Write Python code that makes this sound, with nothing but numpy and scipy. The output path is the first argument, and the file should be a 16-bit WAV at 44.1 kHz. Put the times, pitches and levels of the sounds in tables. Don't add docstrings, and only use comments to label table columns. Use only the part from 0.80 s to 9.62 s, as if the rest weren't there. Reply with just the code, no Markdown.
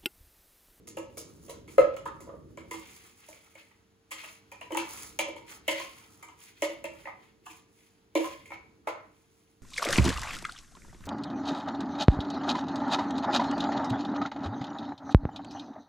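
import sys
import numpy as np
from scipy import signal
from scipy.fft import rfft, irfft, next_fast_len
from scipy.io import wavfile
from scipy.ndimage import map_coordinates

SR = 44100
rng = np.random.default_rng(int(sys.argv[2]) if len(sys.argv) > 2 else 0)


def inscribe(sig):
    pcm = np.round(np.clip(np.atleast_2d(sig).T, -1, 1) * 32767)
    wavfile.write(sys.argv[1], SR, pcm.astype(np.int16))


N = 388962


def amp(db):
    return 10 ** (np.asarray(db) / 20)


def unit(x):
    return x / np.sqrt(np.mean(x ** 2) + 1e-20)


def along(points, hz):
    point_hz, values = np.transpose(points)
    return np.interp(np.log(hz + 1), np.log(point_hz + 1), values)


def over_time(points):
    seconds, values = np.transpose(points)
    return np.interp(np.arange(N) / SR, seconds, values)


def wobble(rate):
    knots = rng.standard_normal(int(N * rate / SR) + 4)
    return map_coordinates(knots, [np.arange(N) * rate / SR])


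def filtered(x, response):
    m = next_fast_len(x.shape[-1] + 8192)
    spectrum = rfft(x, m) * response(np.fft.rfftfreq(m, 1 / SR))
    return irfft(spectrum, m)[..., :x.shape[-1]]


def coloured(x, colour):
    return filtered(x, lambda hz: amp(along(colour, hz)))


# frequency in Hz, likeness from 0 to 1.
PORT_LIKENESS = [(60, 1), (400, 0.63), (1200, 0.09), (5500, 0.44), (6800, 0.97), (8500, 1)]


def spread(pair):
    def turn(hz):
        return np.arccos(np.clip(along(PORT_LIKENESS, hz), 0, 1)) / 2
    mid, side = filtered(pair, lambda hz: np.array([np.cos(turn(hz)), np.sin(turn(hz))]))
    return np.array([mid + side, mid - side])


# frequency in Hz, relative density in dB.
RUMBLE_COLOUR = [(15, -54.5), (30, -21), (70, -7.5), (264, -11.5), (310, -7), (420, -13), (500, -18),
                 (650, -27), (1100, -120)]
# time in s, level in dB before its random wobble.
RUMBLE_LEVEL = [(0.0, -57.5), (1.23, -52), (1.9, -55.5), (2.46, -71), (3.2, -72), (3.6, -73), (4.2, -56.5),
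                (5.1, -65.5), (5.75, -69.5), (6.09, -59.5), (6.6, -67), (7.2, -73), (7.55, -58),
                (8.1, -65.5), (8.5, -70), (8.82, -72)]
# frequency in Hz, relative density in dB.
AIR_COLOUR = [(15, -54.5), (30, -24), (55, -8.5), (141, -11), (249, -10.5), (354, -16), (470, -22),
              (560, -24), (700, -17), (7510, -29.5), (16000, -40)]
# frequency in Hz, rms level in dB before wobble and slow swell.
HUM_TONES = [(99.8, -75.5), (199.2, -81), (301.5, -76.5), (398.4, -81.5), (452.2, -72.5)]
# time in s, gain in dB.
BACKGROUND_SWELL = [(0, 0.5), (2.0, -2), (3.1, -3), (4.0, 6), (6.2, -2.5), (7.2, -2.5), (7.7, -1),
                    (8.82, -2.5)]


def kitchen():
    def noise(colour):
        return unit(spread(coloured(rng.standard_normal((2, N)), colour)))

    t = np.arange(N) / SR
    rumble = amp(over_time(RUMBLE_LEVEL) + 1.5 * wobble(3.5)) * noise(RUMBLE_COLOUR)
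    air = amp(-68 + 1.0 * wobble(6.2)) * noise(AIR_COLOUR)
    hum = np.zeros(N)
    for hz, db in HUM_TONES:
        level = np.sqrt(2) * amp(db + 1.1 * wobble(1.1))
        hum += level * np.sin(2 * np.pi * hz * t + 0.26 * wobble(9.6))
    return amp(over_time(BACKGROUND_SWELL)) * (air + hum) + rumble


# frequency in Hz, t60 in s.
ROOM_DECAY = [(200, 0.32), (600, 0.42), (2000, 0.43), (5000, 0.4), (12000, 0.054)]


def room_tail():
    hz, t, noise = signal.stft(rng.standard_normal((2, SR // 2)), SR, nperseg=256)
    decay = amp(-60 * t / along(ROOM_DECAY, hz)[:, None])
    tail = spread(signal.istft(noise * decay, SR, nperseg=256)[1])
    return np.pad(tail, ((0, 0), (200, 0))) / np.linalg.norm(tail[0])


def in_room(x, wet_db):
    step, tail_len = SR // 4, SR
    wet = np.zeros((2, N + step + tail_len))
    for start in range(0, N, step):
        answer = signal.fftconvolve(x[:1, start:start + step], room_tail(), axes=1)
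        wet[:, start:start + answer.shape[1]] += answer
    return x + amp(wet_db) * wet[:, :N]


def grit(grain_db, rate):
    level = amp(grain_db * wobble(rate) + 2.7 * wobble(28))
    return spread(rng.standard_normal((2, N)) * level)


# middle in s, length in s,
# then the dry peaks in dB of edge hiss, high rub and low rub.
STROKES = [(0.495, 0.4, -63.5, -90, -79.5), (0.713, 0.27, -63.5, -74.5, -65.5),
           (0.934, 0.11, -56, -69, -67.5), (1.105, 0.29, -87.5, -66.5, -56.5), (1.328, 0.28, -88, -90, -64),
           (1.592, 0.76, -78, -94, -72), (2.096, 0.46, -56.5, -58.5, -68), (2.263, 0.11, -62.5, -64, -71),
           (2.625, 0.81, -64, -65, -66.5), (3.41, 0.18, -59, -53.5, -65), (3.513, 0.23, -58, -59, -68),
           (3.85, 0.16, -84, -80, -72), (4.07, 0.3, -70, -58, -58), (4.203, 0.32, -45.5, -56, -59.5),
           (4.724, 0.13, -52.5, -53.5, -56.5), (5.002, 0.28, -55, -45.5, -60.5),
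           (5.263, 0.52, -60, -65.5, -64.5), (5.655, 0.17, -55.5, -59, -80.5),
           (5.896, 0.31, -60.5, -58, -73), (6.202, 0.33, -66, -65.5, -65), (6.464, 0.2, -78, -67.5, -71.5),
           (6.735, 0.2, -58.5, -63.5, -96), (7.054, 0.37, -68, -71, -90.5), (7.458, 0.21, -53, -48, -71),
           (7.61, 0.28, -69, -67, -89), (7.771, 0.16, -90, -86.5, -64.5), (8.156, 0.22, -93, -96, -52.5),
           (8.559, 0.79, -74.5, -79.5, -90.5)]
STROKE_ENDS_DB = 20.5
STROKE_PEAK_AT = 0.39
HUB_RUB_DB = -7.5


def stroke_gains():
    t, gain = np.arange(N) / SR, np.zeros((4, N))
    for middle, length, hiss_db, high_db, low_db in STROKES:
        late = t - middle + (0.5 - STROKE_PEAK_AT) * length
        reach = length * np.where(late < 0, STROKE_PEAK_AT, 1 - STROKE_PEAK_AT)
        swell = amp(-STROKE_ENDS_DB * (late / reach) ** 2)
        gain += amp([hiss_db, high_db, low_db, high_db + HUB_RUB_DB])[:, None] * swell
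    return gain


DRAG_HIGH_DB, DRAG_LOW_DB, DRAG_HUB_DB = -7.5, -2, -8
DRAG_T60_S = 0.1
MUFFLED_DRAG_DB = 12


def drag_gains():
    gain = np.zeros((3, N))
    t = np.arange(SR // 2) / SR
    for s, db, _, rim_db, base_db, hub_db, *_, free in KNOCKS:
        drag = (1 - np.exp(-(t / 0.011) ** 2)) * amp(db - 60 * t / DRAG_T60_S)
        low_db = rim_db + DRAG_LOW_DB - MUFFLED_DRAG_DB * free
        levels = amp([base_db + DRAG_HIGH_DB, low_db, hub_db + DRAG_HUB_DB])
        part = gain[:, round(s * SR):][:, :len(t)]
        part += (levels[:, None] * drag)[:, :part.shape[1]]
    return gain


def pressed_body(modes, damped):
    def response(f):
        total = 0
        for k, (centre, db, t60) in enumerate(modes):
            width = 1j * f * damped / t60
            total = total + (-1) ** k * amp(db) * width / (centre * centre - f * f + width)
        return total * f ** 2 / (f ** 2 + 350 ** 2)
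    return response


# frequency in Hz, relative density in dB.
EDGE_COLOUR = [(150, -68.5), (400, -31), (1000, -1), (2200, -20.5), (4000, -7), (6000, -2), (7200, 0),
               (10500, -1.5), (13000, -13), (15600, -3), (16000, -48)]
# frequency in Hz, relative level in dB, t60 in s, all before the spread of a blow or the press of a rub.
WALL = [(465.3, -8, 0.13), (500.8, -12.5, 0.056), (555.5, -0.5, 0.098), (589.6, -2, 0.044),
        (615.3, -3.5, 0.059), (647, -6, 0.033)]
RIM = [(751, -2, 0.061), (922.3, 0, 0.087), (979.5, 2, 0.087), (1019, -1, 0.097), (1133, -2.5, 0.055)]
LIP = [(1182, -9.5, 0.032), (1268.4, -2, 0.094), (1603, -10.5, 0.025), (1660, -7, 0.061)]
BASE = [(1817, -5.5, 0.034), (1937, -3.5, 0.048), (2115, -2, 0.029), (2131, -2.5, 0.059), (2229, 6, 0.013),
        (2304, -4, .06), (2517, -1, 0.024), (2615, -4.5, 0.02)]
HUB = [(2730, -1, 0.029), (2975, -7, 0.06), (3141, 0, 0.018), (3310, -10.5, 0.064), (4096, -11, 0.034)]


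def strokes():
    hiss = unit(coloured(grit(grain_db=2.6, rate=330), EDGE_COLOUR))
    rasp = grit(grain_db=3, rate=120)
    high = unit(filtered(rasp, pressed_body(BASE, damped=5.4)))
    hub = unit(filtered(rasp, pressed_body(HUB, damped=5.4)))
    low_body = pressed_body(WALL + RIM + LIP + BASE[:2], damped=13.0)
    low = unit(filtered(grit(grain_db=6, rate=99), low_body))
    gain = stroke_gains()
    gain[1:] += drag_gains()
    return gain[0] * hiss + gain[1] * high + gain[2] * low + gain[3] * hub


def crowded(family):
    main = np.array(family, float)
    minor = np.repeat(main, 2, axis=0) * [1, 1, 0.6] - [0, 6.5, 0]
    scatter = 0.1284 * np.tanh((minor[:, 0] / 700) ** 2)
    minor[:, 0] *= np.exp(scatter * rng.standard_normal(len(minor)))
    return np.vstack([main, minor])


FAVOUR_DB, PULL = 10, 0.4
BEND_PER_S = 1.2
FIRST_SWING, FIRST_SWING_S = 0.46, 0.007
ROUGHEN_HZ = 30


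def ring(modes, db, favoured_hz):
    hz, level, t60 = np.transpose(modes)[..., None]
    t = np.arange(round(t60.max() * SR)) / SR
    scatter_db, detune, skew, bend = rng.standard_normal((4, len(hz), 1))

    away = np.log(hz / favoured_hz)
    near = np.exp(-(away / [0.075, 0.09, 0.07]) ** 2)
    hz = hz * np.exp(0.0091 * detune - PULL * (near * away).sum(1, keepdims=True))
    gain = amp(level + 3.0 * scatter_db + FAVOUR_DB * near.sum(1, keepdims=True))
    gain *= np.linalg.norm(amp(level)) / np.linalg.norm(gain)

    rise = 1 - np.exp(-(t / (0.002 + (18 / hz) ** 2 + 1.4 / hz)) ** 2)
    size = gain * amp(db - 60 * t / t60) * rise
    size = size * (1 + FIRST_SWING * np.exp(-t / FIRST_SWING_S))

    glide = 1 + BEND_PER_S / 2 * bend * np.tanh((hz / 1100) ** 2) * t
    start_phase = 1.17 * scatter_db * np.tanh(hz / 1500)
    phase = 2 * np.pi * hz * glide * t + start_phase
    blur = np.sqrt(2 * np.pi * ROUGHEN_HZ / SR) * np.tanh((hz / 1700) ** 3)
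    phase += blur * np.cumsum(rng.standard_normal(phase.shape), axis=1)
    skew = skew * 0.6 * np.tanh((hz / 1000) ** 2)
    return np.array([(size * np.sin(phase + skew)).sum(0), (size * np.sin(phase - skew)).sum(0)])


# frequency in Hz, gain in dB.
SNAP_COLOUR = [(200, -24), (1500, -2), (4000, -7.5), (7000, 7.5), (10000, 3), (14000, -4), (16500, -2)]
# frequency in Hz, gain in dB.
CRUMB_COLOUR = [(300, -27), (1500, -14.5), (4500, -4.5), (6000, -0.5), (7300, 3.5), (10500, -1),
                (14500, -7.5), (16500, -12.5)]
# frequency in Hz, gain in dB.
CLACK_COLOUR = [(300, -31), (600, -3.5), (1500, -1), (2300, -16), (3800, -14), (8000, -35.5)]
SNAP_DB, CLACK_DB = 2.5, 3
SNAP_T60_S, CRUMB_T60_S, CLACK_T60_S = 0.0041, 0.15, 0.035


def contact_envelopes(snap_db, crumbs_db, clack_db):
    t = np.arange(SR // 5) / SR
    snap = amp(snap_db - 60 * t / SNAP_T60_S)
    crumbs = amp(crumbs_db - 60 * t / CRUMB_T60_S) * (1 - np.exp(-t / 0.0015))
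    clack = amp(clack_db - 60 * t / CLACK_T60_S) * (1 - np.exp(-t / 0.0017))
    return np.array([snap, crumbs, clack])


# frequency in Hz, relative level in dB, t60 in s.
DEEP = [(323.7, 5, 0.2)]
# deep mode, rim and lip modes, base modes, hub modes, shaken crumbs;
# then the pitches in Hz that the struck spot favours among wall, rim and lip, base and hub modes
KNOCKS = [(0.074,-50,-8,-10.5,-2,-3.5,6.5,463,1290,2020,0.86),
          (0.172,-30,-10,-13.5,-15.5,-14,-14,525,883,2750,1.5),
          (0.373,-38.5,-9.5,-12,-14,-26,3,498,1140,2230,0.98),
          (0.684,-45.5,-18.5,-12.5,-13,-9.5,-10.5,514,1070,2060,1.1),
          (0.697,-32,-28.5,-19.5,-22.5,-13,-11.5,498,1046,2020,0.89),
          (0.88,-53,0.5,-5.5,3,-1,-0.5,450,1310,2110,0.69),
          (0.983,-7,-25,-17,-21.5,-28.5,-41,526,1298,2010,0.85),
          (1.168,-38,-31,-5.5,-1.5,-4,-12,500,1290,2040,0.62),
          (1.258,-38,-11.5,0.5,-14,-8.5,-21.5,504,910,1960,0.75),
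          (1.262,-36,-20,3.5,-27,-14.5,-27,477,1255,1760,0.53),
          (1.405,-46.5,-15,-9,-10,-30,-3,520,1090,2020,1),
          (1.473,-36.5,-15,-19,-45,-41,-29,517,825,2160,0.87),
          (1.493,-37.5,-18,-14.5,-37,-38,-44,523,1200,2150,1.44),
          (1.537,-44,-9,-15,-43,-42.5,-41,461,1160,1960,1.3),
          (1.776,-31,-16.5,-11.5,-7,-15,-30,570,944,2200,0.43),
          (1.913,-38.5,-6,-4,3.5,-1.5,-3.5,478,1030,2105,0.74), (1.94,-46,0,5,-1,3,-5,530,1140,2410,0.91),
          (2.488,-42.5,-16,-16,-28,-24,-6.5,600,900,2790,0.68),
          (2.53,-64,-8.5,-10,18.5,11,0,550,918,2230,0.74),
          (2.755,-46.5,-18,-14.5,6.5,-6,-30,598,930,2180,0.66),
          (2.914,-73,-9,7.5,16,3,-12,453,1100,1990,0.78),
          (3.311,-61.5,-10,6,19,16.5,7.5,555,1150,2137,0.68),
          (3.317,-47,-9.5,3,12,11.5,2.5,540,1150,1910,0.67), (3.435,-60,-10,8,2,11.5,2,615,1160,2070,1.2),
          (3.443,-51.5,-8,0,8.5,10,1.5,633,1150,2470,0.8), (3.719,-52,-26,3.5,9.5,8,-2,440,817,2390,1),
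          (3.814,-44.5,-19,-2,4,2,-8,650,1000,2640,1.1),
          (3.907,-35.5,-13,-8.5,-12.5,-23,-28,530,993,2230,1.3),
          (3.923,-35,4.5,-10,-7,-3,-18,588,895,2926,0.83), (3.95,-44,7,12.5,7.5,9,-2.5,573,895,1970,0.61),
          (3.974,-30.5,-25,-1,4,7.5,-3.5,545,937,2220,0.68),
          (4.392,-26.5,-15.5,-3.5,-0.5,3.5,-6,563,895,2260,1.02),
          (4.484,-33,-10,-23,-9.5,-15,-22.5,542,830,2200,0.99),
          (4.566,-53.5,6.5,5,6.5,5.5,-2.5,470,970,2260,1.02),
          (4.882,-24.5,-12.5,-12.5,-2,0,-8,569,940,2975,1.32),
          (5.001,-45.5,-1,4,-6.5,7.5,-5.5,553,1063,2500,1.13),
          (5.428,-56,-11,5.5,11,2,6,666,1260,2170,1.17), (5.488,-65.5,0,16,5.5,14.5,4,446,1160,2110,0.86),
          (5.824,-20,-11,-14.5,-7,-4.5,-19.5,592,926,2990,0.87),
          (6.044,-27.5,-16.5,-12.5,-1.5,-8,-22.5,585,855,2630,0.56),
          (6.256,-42.5,-12,-7,0.5,-22,-30,553,910,1930,1.03),
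          (6.272,-45,-28,2.5,0.5,-15,-44,622,794,2040,1.31),
          (6.313,-71,-12,11,2,-13,-26.5,556,917,2040,0.64), (6.659,-76,2,18,12,19.5,20,456,1090,2760,1.8),
          (6.666,-69,6,24,1,25,7,447,1120,2750,1.2), (6.703,-67,10,-7,20,16.5,7,445,1100,2456,0.75),
          (7.355,-18.5,-3.5,-11,-8.5,-9,-16.5,516,938,2220,0.99),
          (7.443,-44,-23,6.5,-6,2,-2,610,1053,2150,1.36), (7.658,-60,-14,-9,13,3,2.5,450,1020,2280,1.2),
          (7.706,-48.5,-3.5,0,10,-9.5,-14.5,530,880,2270,0.74),
          (7.72,-44.5,-22,5,10,-14,-19,547,852,2180,0.63),
          (8.074,-18,-25.5,-7,-8,-31.5,-32,615,900,2034,0.5)]


def knocks():
    bowl, contact = np.zeros((2, N + SR)), np.zeros((3, N + SR))
    for s, db, deep_db, rim_db, base_db, hub_db, crumbs_db, wall_hz, rim_hz, high_hz, free in KNOCKS:
        at = round((s - 0.0022) * SR)
        families = [(WALL, 0), (RIM + LIP, rim_db), (BASE, base_db), (HUB, hub_db)]
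        struck = [(np.array(DEEP, float), deep_db)]
        for family, family_db in families:
            struck.append((crowded(family) * [1, 1, np.clip(free, 0.2, 1.5)], family_db))
        for modes, family_db in struck:
            sound = ring(modes, db + family_db, [wall_hz, rim_hz, high_hz])
            bowl[:, at:at + sound.shape[1]] += sound
        burst = contact_envelopes(db + hub_db + SNAP_DB, db + crumbs_db, db + rim_db + CLACK_DB)
        contact[:, at:at + burst.shape[1]] += burst

    snap, crumbs, clack = contact[:, :N]
    snaps = coloured(snap * rng.standard_normal(N), SNAP_COLOUR)
    sprays = coloured(crumbs * grit(grain_db=3.5, rate=260), CRUMB_COLOUR)
    clacks = coloured(clack * grit(grain_db=2.5, rate=200), CLACK_COLOUR)
    return bowl[:, :N] + snaps + sprays + clacks


# frequency in Hz, left minus right level in dB.
PORT_SHADE = [(60, 0), (900, -2), (2500, 1), (5200, 1.5), (6200, -5.5), (7200, -3), (8500, -0.5)]
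# frequency in Hz, left lead in radians.
PORT_LEAD = [(0, 0), (600, -.6), (1200, 0), (1700, 1.5), (3100, 0), (4800, 1), (5500, 3.1), (6400, .9),
             (7300, 1.3), (8500, 3.14), (10650, 6.28), (12800, 9.42), (14900, 12.57), (17000, 15.7)]


def scene():
    sound = kitchen() + in_room(strokes(), wet_db=-7.5) + in_room(knocks(), wet_db=-3.5)
    half = np.array([[0.5], [-0.5]])

    def ports(hz):
        return amp(half * along(PORT_SHADE, hz)) * np.exp(1j * half * along(PORT_LEAD, hz))
    return filtered(sound, ports)


TOP_HZ = 16800


def record(dry):
    return filtered(dry, lambda hz: hz < TOP_HZ)


dry = scene()
out = record(dry)
inscribe(out)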